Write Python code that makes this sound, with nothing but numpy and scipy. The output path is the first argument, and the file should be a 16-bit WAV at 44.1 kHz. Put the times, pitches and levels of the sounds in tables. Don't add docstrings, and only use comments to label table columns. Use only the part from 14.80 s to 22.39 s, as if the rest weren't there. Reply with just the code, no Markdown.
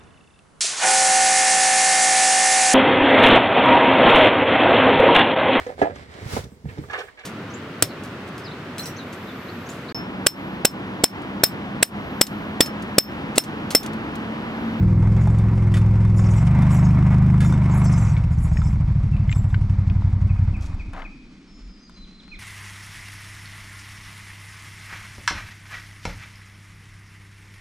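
import sys
import numpy as np
from scipy import signal
from scipy.fft import rfft, irfft
from scipy.io import wavfile
from scipy.ndimage import uniform_filter1d

SR = 44100
rng = np.random.default_rng(int(sys.argv[2]) if len(sys.argv) > 2 else 0)


def log_audio(samples):
    frames = np.atleast_2d(samples).T
    limited = np.clip(frames, -1, 1)
    pcm = np.round(limited * 32767).astype(np.int16)
    wavfile.write(sys.argv[1], SR, pcm)


N = 334719
TIME = np.arange(N) / SR


def amp(db):
    return 10 ** (np.asarray(db) / 20)


def rms_one(x):
    return x / np.sqrt(np.mean(x ** 2) + 1e-20)


def in_time(rows, outside=None):
    seconds, *columns = np.transpose(rows)
    return [np.interp(TIME, seconds, column, left=outside, right=outside) for column in columns]


def at_hz(points, hz):
    points = np.array(points)
    return np.interp(np.log(hz), np.log(points[:, 0]), points[:, 1])


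def panned(x, db):
    return np.outer(amp([db / 2, -db / 2]), x)


def add_at(out, start, sound):
    out[:, start:start + sound.shape[1]] += sound[:, :N - start]


def ring(clicks, hz, t60):
    radius = amp(-60 / (max(t60, .002) * SR))
    angle = 2 * np.pi * hz / SR
    feedback = [1, -2 * radius * np.cos(angle), radius * radius]
    return signal.lfilter([0, np.sin(angle)], feedback, clicks + 1e-18)


def bandpass(x, order, low_hz, high_hz):
    return signal.sosfilt(signal.butter(order, [low_hz, high_hz], "band", fs=SR, output="sos"), x)


def swell(s, db, rise, hold, t60):
    out = np.zeros(N)
    near = slice(max(int((s - rise) * SR), 0), int((s + hold + t60) * SR))
    t = TIME[near] - s
    decay = amp(db - 60 * np.maximum(t - hold, 0) / t60)
    out[near] = decay * np.clip(1 + t / rise, 0, 1) ** 2
    return out


# frequency in Hz, correlation from 0 to 1.
LIKENESS = [(60, 0.74), (200, 1), (700, 0.97), (1300, 1), (2400, 0.84), (4400, 0.6), (8000, 1),
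            (15000, 0.3)]


def coloured(spectrum, flicker_db):
    hz = np.maximum(np.fft.rfftfreq(N, 1 / SR), 1)
    alike = np.clip(at_hz(LIKENESS, hz), 0, 1)
    mid, side = rfft(rng.standard_normal((2, N))) * amp(at_hz(spectrum, hz))
    noise = irfft(np.sqrt(1 + alike) * mid + np.sqrt(1 - alike) * side * [[1], [-1]], N)
    flicker = np.interp(TIME, np.arange(400) / 50, rng.standard_normal(400))
    return rms_one(noise * amp(flicker_db * flicker))


# time in seconds, four-stroke cycles per second.
SPEED = [(0.0, 20.56), (0.2, 20.33), (0.42, 22.48), (0.64, 21.27), (0.76, 22.12), (0.9, 20.71),
         (1.18, 21.31), (1.52, 20.78), (1.72, 25.28), (2.1, 25.12), (2.6, 25.58), (2.9, 24.89),
         (3.12, 25.2), (3.3, 19.72), (3.42, 14.84), (3.95, 13.77), (4.2, 12.52), (4.9, 11.65), (5.7, 11.45),
         (6.0, 4.69), (6.6, 1.37)]
FIRST_CYCLE = .315


def crank():
    speed = in_time(SPEED)[0]
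    return speed, FIRST_CYCLE + np.cumsum(speed) / SR


STATES_PER_S = [10.2, 11.6, 14.2, 21.1, 25.2]
SLOSH_RISE = (.4, .56, .92, .49, .7)
SLOSH_FALL = (.8, .76, .65, 1.34, .64)
# place in the cycle (0-1),
# relative pressure, slosh in Hz; every column holds five values, one for each state.
PULSES = [
    [(0, .004, -.004, -.007, 0), (.2, -.38, -.29, -.59, -.52), (80, 93, 139, 113, 134)],
    [(.12, .157, .179, .152, .2), (-.05, -.09, -.27, .27, 0), (80, 150, 71, 134, 120)],
    [(.3, .319, .31, .274, .271), (.25, .25, .2, .11, .25), (75, 91, 136, 156, 150)],
    [(.44, .445, .466, .356, .41), (0, .014, .27, .13, .2), (120, 125, 97, 148, 111)],
    [(.55, .552, .468, .576, .586), (0, .12, -.26, -.35, -.33), (84, 79, 76, 105, 142)],
    [(.62, .666, .683, .745, .734), (.18, .07, .21, .27, .144), (60, 41, 60, 92, 75)],
]


def slosh(turns, rise, fall):
    return np.cos(2 * np.pi * turns) * np.exp(-(turns / np.where(turns < 0, rise, fall)) ** 2)


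def gas_pulses(cycle, speed, level_db):
    out = idle_pops()
    rise = np.interp(speed, STATES_PER_S, SLOSH_RISE)
    fall = np.interp(speed, STATES_PER_S, SLOSH_FALL)
    for row in PULSES:
        place, pressure, hz = [np.interp(speed, STATES_PER_S, column) for column in row]
        vary = amp(rng.normal(0, 0.49, 200))
        for back in range(2):
            number = np.floor(cycle - place + .4) - back
            turns = (cycle - place - number) / speed * hz
            out += pressure * vary[number.astype(int) + 2] * slosh(turns, rise, fall)
    running_power = np.abs(uniform_filter1d(out ** 2, size=SR // 4))
    return out * amp(level_db) / np.sqrt(running_power + 1e-6)


# frequency in Hz, width in Hz, level in dB for a strike at 25 cycles per
SILENCER = [(198.5, 29.3, -25.5, 0.1), (276, 21, -34, 5.9), (347.5, 13.5, -37.5, 6.9)]


def silencer_ring(cycle, speed):
    edges = np.diff(np.floor(cycle + 0.031), prepend=0) * (speed > STATES_PER_S[0])
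    return sum(amp(db) * ring(edges * (speed / 25) ** growth, hz, 2.4 / width)
               for hz, width, db, growth in SILENCER)


# time in seconds, rms level in dB.
WHINE = [(0, -36), (.25, -41), (.45, -43), (.7, -42), (.95, -38.5), (1.2, -42.5), (1.5, -38.5), (1.58, -44),
         (1.66, -72)]
# time in seconds, rms level in dB.
HUM = [(0, -26), (.5, -28), (1.0, -31), (1.5, -25), (1.62, -49)]
WHINE_ORDER, HUM_ORDER = 17, 9


def crank_tone(rows, order, cycle):
    return np.sqrt(2) * amp(in_time(rows, outside=-140)[0]) * np.sin(2 * np.pi * order * cycle)


def gear_whine(cycle):
    return crank_tone(WHINE, WHINE_ORDER, cycle)


def exhaust_hum(cycle):
    return crank_tone(HUM, HUM_ORDER, cycle)


RASP_HZ, RASP_T60_S, RASP_DB = 497, .025, -16.5


def rasp():
    noise = ring(rng.standard_normal(N), RASP_HZ, RASP_T60_S)
    return amp(in_time(HUM, outside=-140)[0] + RASP_DB) * rms_one(noise)


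# place in the cycle (0-1), relative level in dB before the depth factor,
# decay length (to 1/e) in cycles.
TICKS = [(0.9, 11, 0.073), (0.02, 8, 0.043), (0.6, 3.5, 0.046), (0.7, -4.5, .06)]


def beat(cycle, depth):
    db = sum(level * np.exp(-((cycle - place) % 1) / length) for place, level, length in TICKS)
    return rms_one(amp(depth * uniform_filter1d(db, size=80)))


# frequency in Hz, relative level in dB per Hz.
FLUTTER = [(110, -41.5), (170, 9), (205, -0.5), (260, -5.5), (340, -10), (400, -23), (600, -61.5)]


def gas_flutter(cycle, level_db):
    return amp(level_db) * beat(cycle, depth=0.085) * coloured(FLUTTER, flicker_db=2.5)


# frequency in Hz, relative level in dB per Hz.
ROAR = [(240, -45), (400, -12.5), (524, -6), (770, -2), (840, -5), (934, 0.5), (1020, -4), (1110, -3),
        (1330, -7), (1830, -12), (2140, -8), (2910, -27), (4000, -28.5), (5200, -66), (8800, -120)]


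def engine_roar(cycle, level_db):
    return amp(level_db) * beat(cycle, depth=0.57) * coloured(ROAR, flicker_db=2.0)


# frequency in Hz, relative level in dB per Hz.
VALVES = [(1470, -26), (2500, 4), (4050, -14.5), (5410, -6), (6110, -10.5), (7810, -11.5), (9550, -14),
          (14000, -50.5)]
VALVE_DB, VALVE_FOLLOWS = -56, 0.97


def valve_gear(cycle, roar_db):
    level_db = VALVE_DB + VALVE_FOLLOWS * (roar_db + 40.5)
    return amp(level_db) * beat(cycle, depth=1.3) * coloured(VALVES, flicker_db=3.5)


# time in seconds, peak of the rms level in dB.
GUSTS = [(6.26, -65), (6.51, -55), (6.75, -58), (6.87, -37), (7.13, -46), (7.235, -42), (7.49, -49),
         (7.59, -40)]
GUST_S, LULL_DB = 0.037, -56
SHAKING_DB = -34


def wind(stops_db):
    low = bandpass(rng.standard_normal(N), 4, 18, 46)
    gusts = sum(amp(db) * np.exp(-((TIME - s) / GUST_S) ** 2) for s, db in GUSTS)
    return (amp(SHAKING_DB + stops_db) + amp(LULL_DB) + gusts) * rms_one(low)


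# time in seconds, rms level in dB.
FAR = [(0, -49.5), (6.5, -49.5), (7.0, -60.5), (7.59, -66)]
FAR_HZ, FAR_T60_S = 276, .02


def far_rumble():
    once = ring(rng.standard_normal(N), FAR_HZ, FAR_T60_S)
    return amp(in_time(FAR)[0]) * rms_one(ring(once, FAR_HZ, FAR_T60_S))


# frequency in Hz, relative level in dB per Hz.
FOREST = [(44, -46), (70, -8.5), (100, -15.5), (151, -8), (184, 3), (526, -23), (909, -25.5), (1260, -21.5),
          (1680, -25.5), (2330, -21.5), (2710, -26.5), (4900, -27), (9440, -46), (14000, -84)]


def forest_air():
    return amp(-49) * coloured(FOREST, flicker_db=1.5)


# start in seconds, peak of the noise body in dB, main frequency
# in Hz, t60 in seconds, peak of the bright crack relative to the noise body in dB, left-right level in dB.
KNOCKS = [(0.224, -37, 840, 0.027, -24, -2), (0.4726, -24, 847, 0.044, -17, 0),
          (0.5857, -43.5, 980, 0.046, 4, 3), (0.9398, -26.5, 1950, 0.13, -5.5, 1.5),
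          (0.9687, -28, 1500, 0.096, -3.5, -1), (1.2506, -32.5, 1050, 0.019, -11.5, 5),
          (1.3913, -28.5, 1080, 0.041, -14, 0), (1.8218, -26, 930, 0.019, -11, -2.5),
          (1.9054, -33, 1060, 0.041, -24, 1), (2.6045, -25.5, 1680, 0.2, -5.5, -3),
          (2.6476, -26.5, 1340, 0.023, -8.5, -4), (2.7242, -24, 920, 0.023, -10.5, -3),
          (3.3662, -34, 2250, 0.069, -21, 4), (3.7708, -30, 1860, 0.024, -28, 7),
          (3.8173, -31.5, 1330, 0.053, -13, -2), (4.3656, -39.5, 2420, 0.038, -10, 6),
          (4.4942, -31, 2100, 0.034, -30, 8), (4.515, -28, 2120, 0.016, -23, 2),
          (4.5262, -25.5, 2440, 0.022, -22, 7), (4.5562, -41, 970, 0.019, -8, 8),
          (4.704, -44, 2610, 0.02, -9, 7), (4.7429, -26, 1540, 0.023, -28, 7),
          (4.7456, -35.5, 2260, 0.028, -32, 5), (5.099, -34.5, 2480, 0.023, -24, 4),
          (5.221, -36, 965, 0.025, -27, 6), (5.9288, -44, 1120, 0.02, -22, 4),
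          (5.9444, -43, 795, 0.033, -9, 6), (6.133, -37, 930, 0.025, -8, 3),
          (6.183, -36, 760, 0.03, -32, 7), (6.2196, -35, 2100, 0.022, -27, 5),
          (7.0953, -43.5, 990, 0.021, -6, 5), (7.479, -44.5, 1390, 0.013, -10, 5)]
PANEL_RING, BRIGHT_DB = 1.42, -9.5
RACK_HZ, RACK_T60_S = 3573, 0.14


def knocks():
    out = np.zeros((2, N))
    t = TIME[:SR // 5]
    rack = 0.3 * amp(-60 * t / RACK_T60_S) * np.sin(2 * np.pi * RACK_HZ * t)
    for s, db, hz, t60, bright_db, pan_db in KNOCKS:
        decay = amp(-60 * t / max(t60, .004)) * np.minimum(t / 0.00038, 1)
        burst = rng.standard_normal(len(t)) * decay
        body = bandpass(burst, 3, hz / 1.6, hz * 1.6)
        crack = bandpass(burst, 3, 3500, 10000)
        ring_height = PANEL_RING / (1 + amp(2 * (bright_db - BRIGHT_DB)))
        panel = ring_height * decay * np.sin(2 * np.pi * hz * t)
        bright = amp(bright_db) * (crack / np.abs(crack).max() + rack)
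        hit = amp(db) * (body / np.abs(body).max() + panel + bright)
        add_at(out, round(s * SR), panned(hit, pan_db))
    return out


# frequency in Hz before detuning, relative level in dB,
# twice the t60 in seconds.
KEYS = [(5380, 3, 0.089), (5700, -6, 0.12), (6020, -3.5, 0.1), (6220, 2.5, 0.052), (6700, -14, 0.38),
        (6895, -5.5, 0.34), (7500, -15, 0.2), (7260, -17, 0.1), (7840, -1, 0.4), (7540, -8, 0.11),
        (7570, -6, 0.15), (8500, -4, 0.099), (8600, -17.5, 0.11), (9100, -7.5, 0.17), (9750, -16.5, 0.14),
        (10020, 2, 0.071), (11560, -5.5, 0.14), (13070, -2.5, .1), (13000, -17, .1), (4740, -3, 0.098),
        (10300, -12, 0.061), (14100, -25, .08)]
# time in seconds, peak level in dB, centre frequency in Hz.
SHAKES = [(0.42, -56, 6900), (0.506, -61, 7860), (1.381, -45, 7100), (1.46, -49, 5440), (1.515, -49, 7700),
          (1.576, -48.5, 7100), (1.92, -42.5, 8060), (1.971, -48.5, 7500), (2.053, -49.5, 6200),
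          (2.66, -44.5, 6900), (2.72, -54, 6300), (2.925, -46.5, 6600), (2.972, -47.5, 9600),
          (3.054, -40.5, 6120), (3.13, -45, 6100), (3.184, -44.5, 6200), (3.24, -49.5, 6870),
          (3.297, -50, 5800), (3.526, -57, 6990), (3.59, -58, 9300), (3.639, -48.5, 9650),
          (3.73, -54, 6600), (3.78, -50.5, 6600), (3.853, -50, 5300), (3.89, -65, 7800), (4.518, -49, 7500),
          (4.565, -52, 7500), (4.595, -79, 12100), (4.7, -62, 7600), (4.78, -75, 8800)]
SHAKE_RISE_S, SHAKE_T60_S = 0.032, 0.26
LEAD_DB, LEAD_T60_S = -2, 0.18


def keys():
    level, lead = np.zeros(N), np.zeros(N)
    for s, db, hz in SHAKES:
        level += swell(s, db, SHAKE_RISE_S, 0, SHAKE_T60_S)
        lead += swell(s, db + LEAD_DB, SHAKE_RISE_S, 0, LEAD_T60_S) * np.sin(2 * np.pi * hz * TIME)
    centre_hz = in_time(SHAKES)[1]
    jingle = np.zeros(N)
    for hz, db, t60 in KEYS:
        for detune in (.955, .98, 1.002):
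            touch, at = np.zeros(N), rng.integers(0, N, size=340)
            off_centre_db = -14 * np.log2(hz / centre_hz[at]) ** 2
            touch[at] = amp(db + rng.normal(0, 7, len(at)) + off_centre_db)
            soft_touch = ring(touch, hz * detune, 0.0033)
            jingle += ring(soft_touch, hz * detune, 0.5 * t60)
    running_power = np.abs(uniform_filter1d(jingle ** 2, size=SR // 16))
    return panned(lead + level * jingle / np.sqrt(running_power + 1e-9), 1.2)


BURBLE_HZ, BURBLE_T60_S, BURBLE_DB = 198.5, 0.17, -28
BURBLE_BELOW_PER_S = 17


def burble(cycle, speed):
    strikes = sum(np.diff(np.floor(cycle - place), prepend=0) for place in (.33, .52))
    spark_on = speed > STATES_PER_S[0]
    idle = np.clip(BURBLE_BELOW_PER_S - speed, 0, 1) * spark_on
    return amp(BURBLE_DB) * ring(strikes * idle * rng.normal(1, 0.46, N), BURBLE_HZ, BURBLE_T60_S)


# time in seconds, relative pressure on the gas pulses' scale.
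POPS = [(3.469, 0.061), (3.675, 0.059), (3.817, 0.14), (3.961, 0.071), (4.112, 0.15), (4.189, 0.22),
        (4.348, 0.55), (4.513, 0.21), (4.597, 0.15), (4.766, 0.17), (4.848, 0.23), (4.934, 0.051),
        (5.112, 0.28), (5.197, 0.06), (5.457, 0.21), (5.63, 0.13)]


def idle_pops():
    out = np.zeros(N)
    for s, pressure in POPS:
        near = slice(int((s - .03) * SR), int((s + .06) * SR))
        out[near] -= pressure * slosh((TIME[near] - s) * 98, .45, .85)
    return out


# start in seconds, length in seconds, first frequency in Hz, last frequency in Hz,
# peak level in dB, bend (over 1 moves late, under 1 early), left-right level in dB.
SLIDES = [(4.33, 0.031, 2710, 2300, -44.5, 1.8, 2), (5.492, 0.035, 2610, 1990, -44, 1.5, 6),
          (5.74, 0.035, 2604, 1930, -40, 1.9, 3), (5.995, 0.033, 2594, 1960, -39.5, 1.4, 3),
          (6.248, 0.028, 2570, 1940, -37.5, 1.84, 5), (7.515, 0.045, 2540, 1840, -39, 1.7, -7),
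          (6.71, 0.19, 6700, 6900, -69, 0.38, 0), (6.995, 0.097, 5530, 6740, -63, 0.51, 0),
          (7.14, 0.058, 5700, 6500, -64, 0.35, 0), (7.295, 0.027, 5600, 6540, -73, .6, -5),
          (6.935, 0.024, 5220, 4200, -62, 1.2, 5), (7.065, 0.022, 4900, 3400, -57, 1.3, -4),
          (7.235, 0.024, 4080, 2830, -51, 1.26, -2), (7.395, 0.02, 4040, 2800, -48, 1.3, -5),
          (7.55, 0.018, 4080, 2900, -47, 0.99, -2)]


def bird_slides():
    out = np.zeros((2, N))
    for s, length, from_hz, to_hz, db, bend, pan_db in SLIDES:
        u = np.linspace(0, 1, int(length * SR))
        hz = from_hz + (to_hz - from_hz) * u ** bend
        note = np.sin(2 * np.pi * np.cumsum(hz) / SR) * np.sin(np.pi * u ** 0.57)
        add_at(out, int(s * SR), panned(amp(db) * note, pan_db))
    return out


# time of full level in seconds, hold in seconds, mean frequency in Hz,
# rms level in dB.
TRILLS = [(6.68, 0.14, 5260, -62), (6.887, 0.066, 5040, -60), (6.96, 0.027, 4950, -63),
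          (7.02, .07, 4900, -59), (7.12, 0.063, 4940, -65), (7.165, 0.067, 4067, -53.5),
          (7.317, 0.07, 4100, -58), (7.435, 0.02, 4076, -58), (7.487, 0.045, 4130, -56)]
TRILL_RISE_S, TRILL_T60_S = .015, .3


def bird_trills():
    out = np.zeros((2, N))
    for s, length, hz, db in TRILLS:
        warble = 1 + 0.011 * np.interp(TIME, np.arange(2000) / 250, rng.standard_normal(2000))
        note = np.sin(2 * np.pi * np.cumsum(hz * warble) / SR)
        out += panned(np.sqrt(2) * swell(s, db, TRILL_RISE_S, length, TRILL_T60_S) * note, 0.92)
    return out


def birds():
    out = bird_slides() + bird_trills()
    t = TIME[:SR]
    trees = rng.standard_normal((2, SR)) * amp(-60 * t / 0.98) * np.minimum(t / 0.016, 1)
    echo = signal.fftconvolve(out.mean(0, keepdims=True), trees, axes=1)[:, :N]
    return out + amp(-36.5) * echo


# time of full level in seconds, hold in seconds, rms level in dB,
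# centre frequency in Hz.
RUSTLE = [(5.815, 0.032, -53.5, 5130), (6.138, 0.08, -40.5, 1070)]
RUSTLE_RISE_S, RUSTLE_T60_S = 0.019, 0.28


def rustle():
    out = np.zeros(N)
    for s, length, db, hz in RUSTLE:
        strength_db = 3.2 * np.repeat(rng.standard_normal(N // 200 + 1), 200)[:N]
        grains = rng.standard_normal(N) * amp(strength_db)
        band = bandpass(grains, 2, hz / 1.84, hz * 1.45)
        out += swell(s, db, RUSTLE_RISE_S, length, RUSTLE_T60_S) * rms_one(band)
    return panned(out, 3.5)


# time in seconds, gas pulses in dB, roar in dB,
# gas flutter in dB.
LOAD = [(0.0, -15, -42.5, -28), (0.46, -14, -39, -31.5), (0.77, -16, -42, -27.5), (0.96, -14, -40, -32),
        (1.32, -14, -41.5, -33), (1.49, -14, -37.5, -39), (1.8, -13.5, -34.5, -29), (2.55, -13, -37.5, -32),
        (2.76, -15, -38, -27.5), (3.12, -14, -34.5, -35), (3.29, -16, -38, -32.5), (3.5, -17, -46, -44),
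        (3.8, -17, -43.5, -40), (4.2, -18, -47.5, -40), (5.66, -17, -48, -42), (5.76, -24, -48.5, -39.5),
        (5.92, -28.5, -50.5, -40.5), (6.1, -35, -60, -51), (6.22, -60, -60, -47)]
STOP_S, STOP_FADE_S = 6.15, 0.43


def scene():
    speed, cycle = crank()
    stops_db = -30 * np.clip((TIME - STOP_S) / STOP_FADE_S, 0, 1)
    pulse_db, roar_db, flutter_db = in_time(LOAD) + stops_db
    engine = gas_pulses(cycle, speed, pulse_db) + silencer_ring(cycle, speed) + burble(cycle, speed)
    engine = engine + gear_whine(cycle) + exhaust_hum(cycle) + rasp()
    noises = gas_flutter(cycle, flutter_db) + engine_roar(cycle, roar_db) + valve_gear(cycle, roar_db)
    rattles = knocks() + keys() + rustle()
    surroundings = wind(stops_db) + far_rumble() + forest_air() + birds()
    return engine + noises + rattles + surroundings


# frequency in Hz, lead of the left in radians.
PORTS = [(0, 0), (2840, -1.1), (3530, -.6), (3880, -1.3), (4740, .1), (5510, -.1), (12800, 0), (13500, -.7),
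         (15300, 0)]
CUTOFF_HZ = 15700


def record(dry):
    lead = np.interp(np.fft.rfftfreq(N, 1 / SR), *np.transpose(PORTS))
    dry = irfft(rfft(dry) * np.exp(.5j * lead * [[1], [-1]]), N)
    dry = signal.sosfilt(signal.butter(1, 12, "high", fs=SR, output="sos"), dry)
    return signal.sosfilt(signal.cheby2(12, 70, CUTOFF_HZ, fs=SR, output="sos"), dry)


dry = scene()
out = record(dry)
log_audio(out)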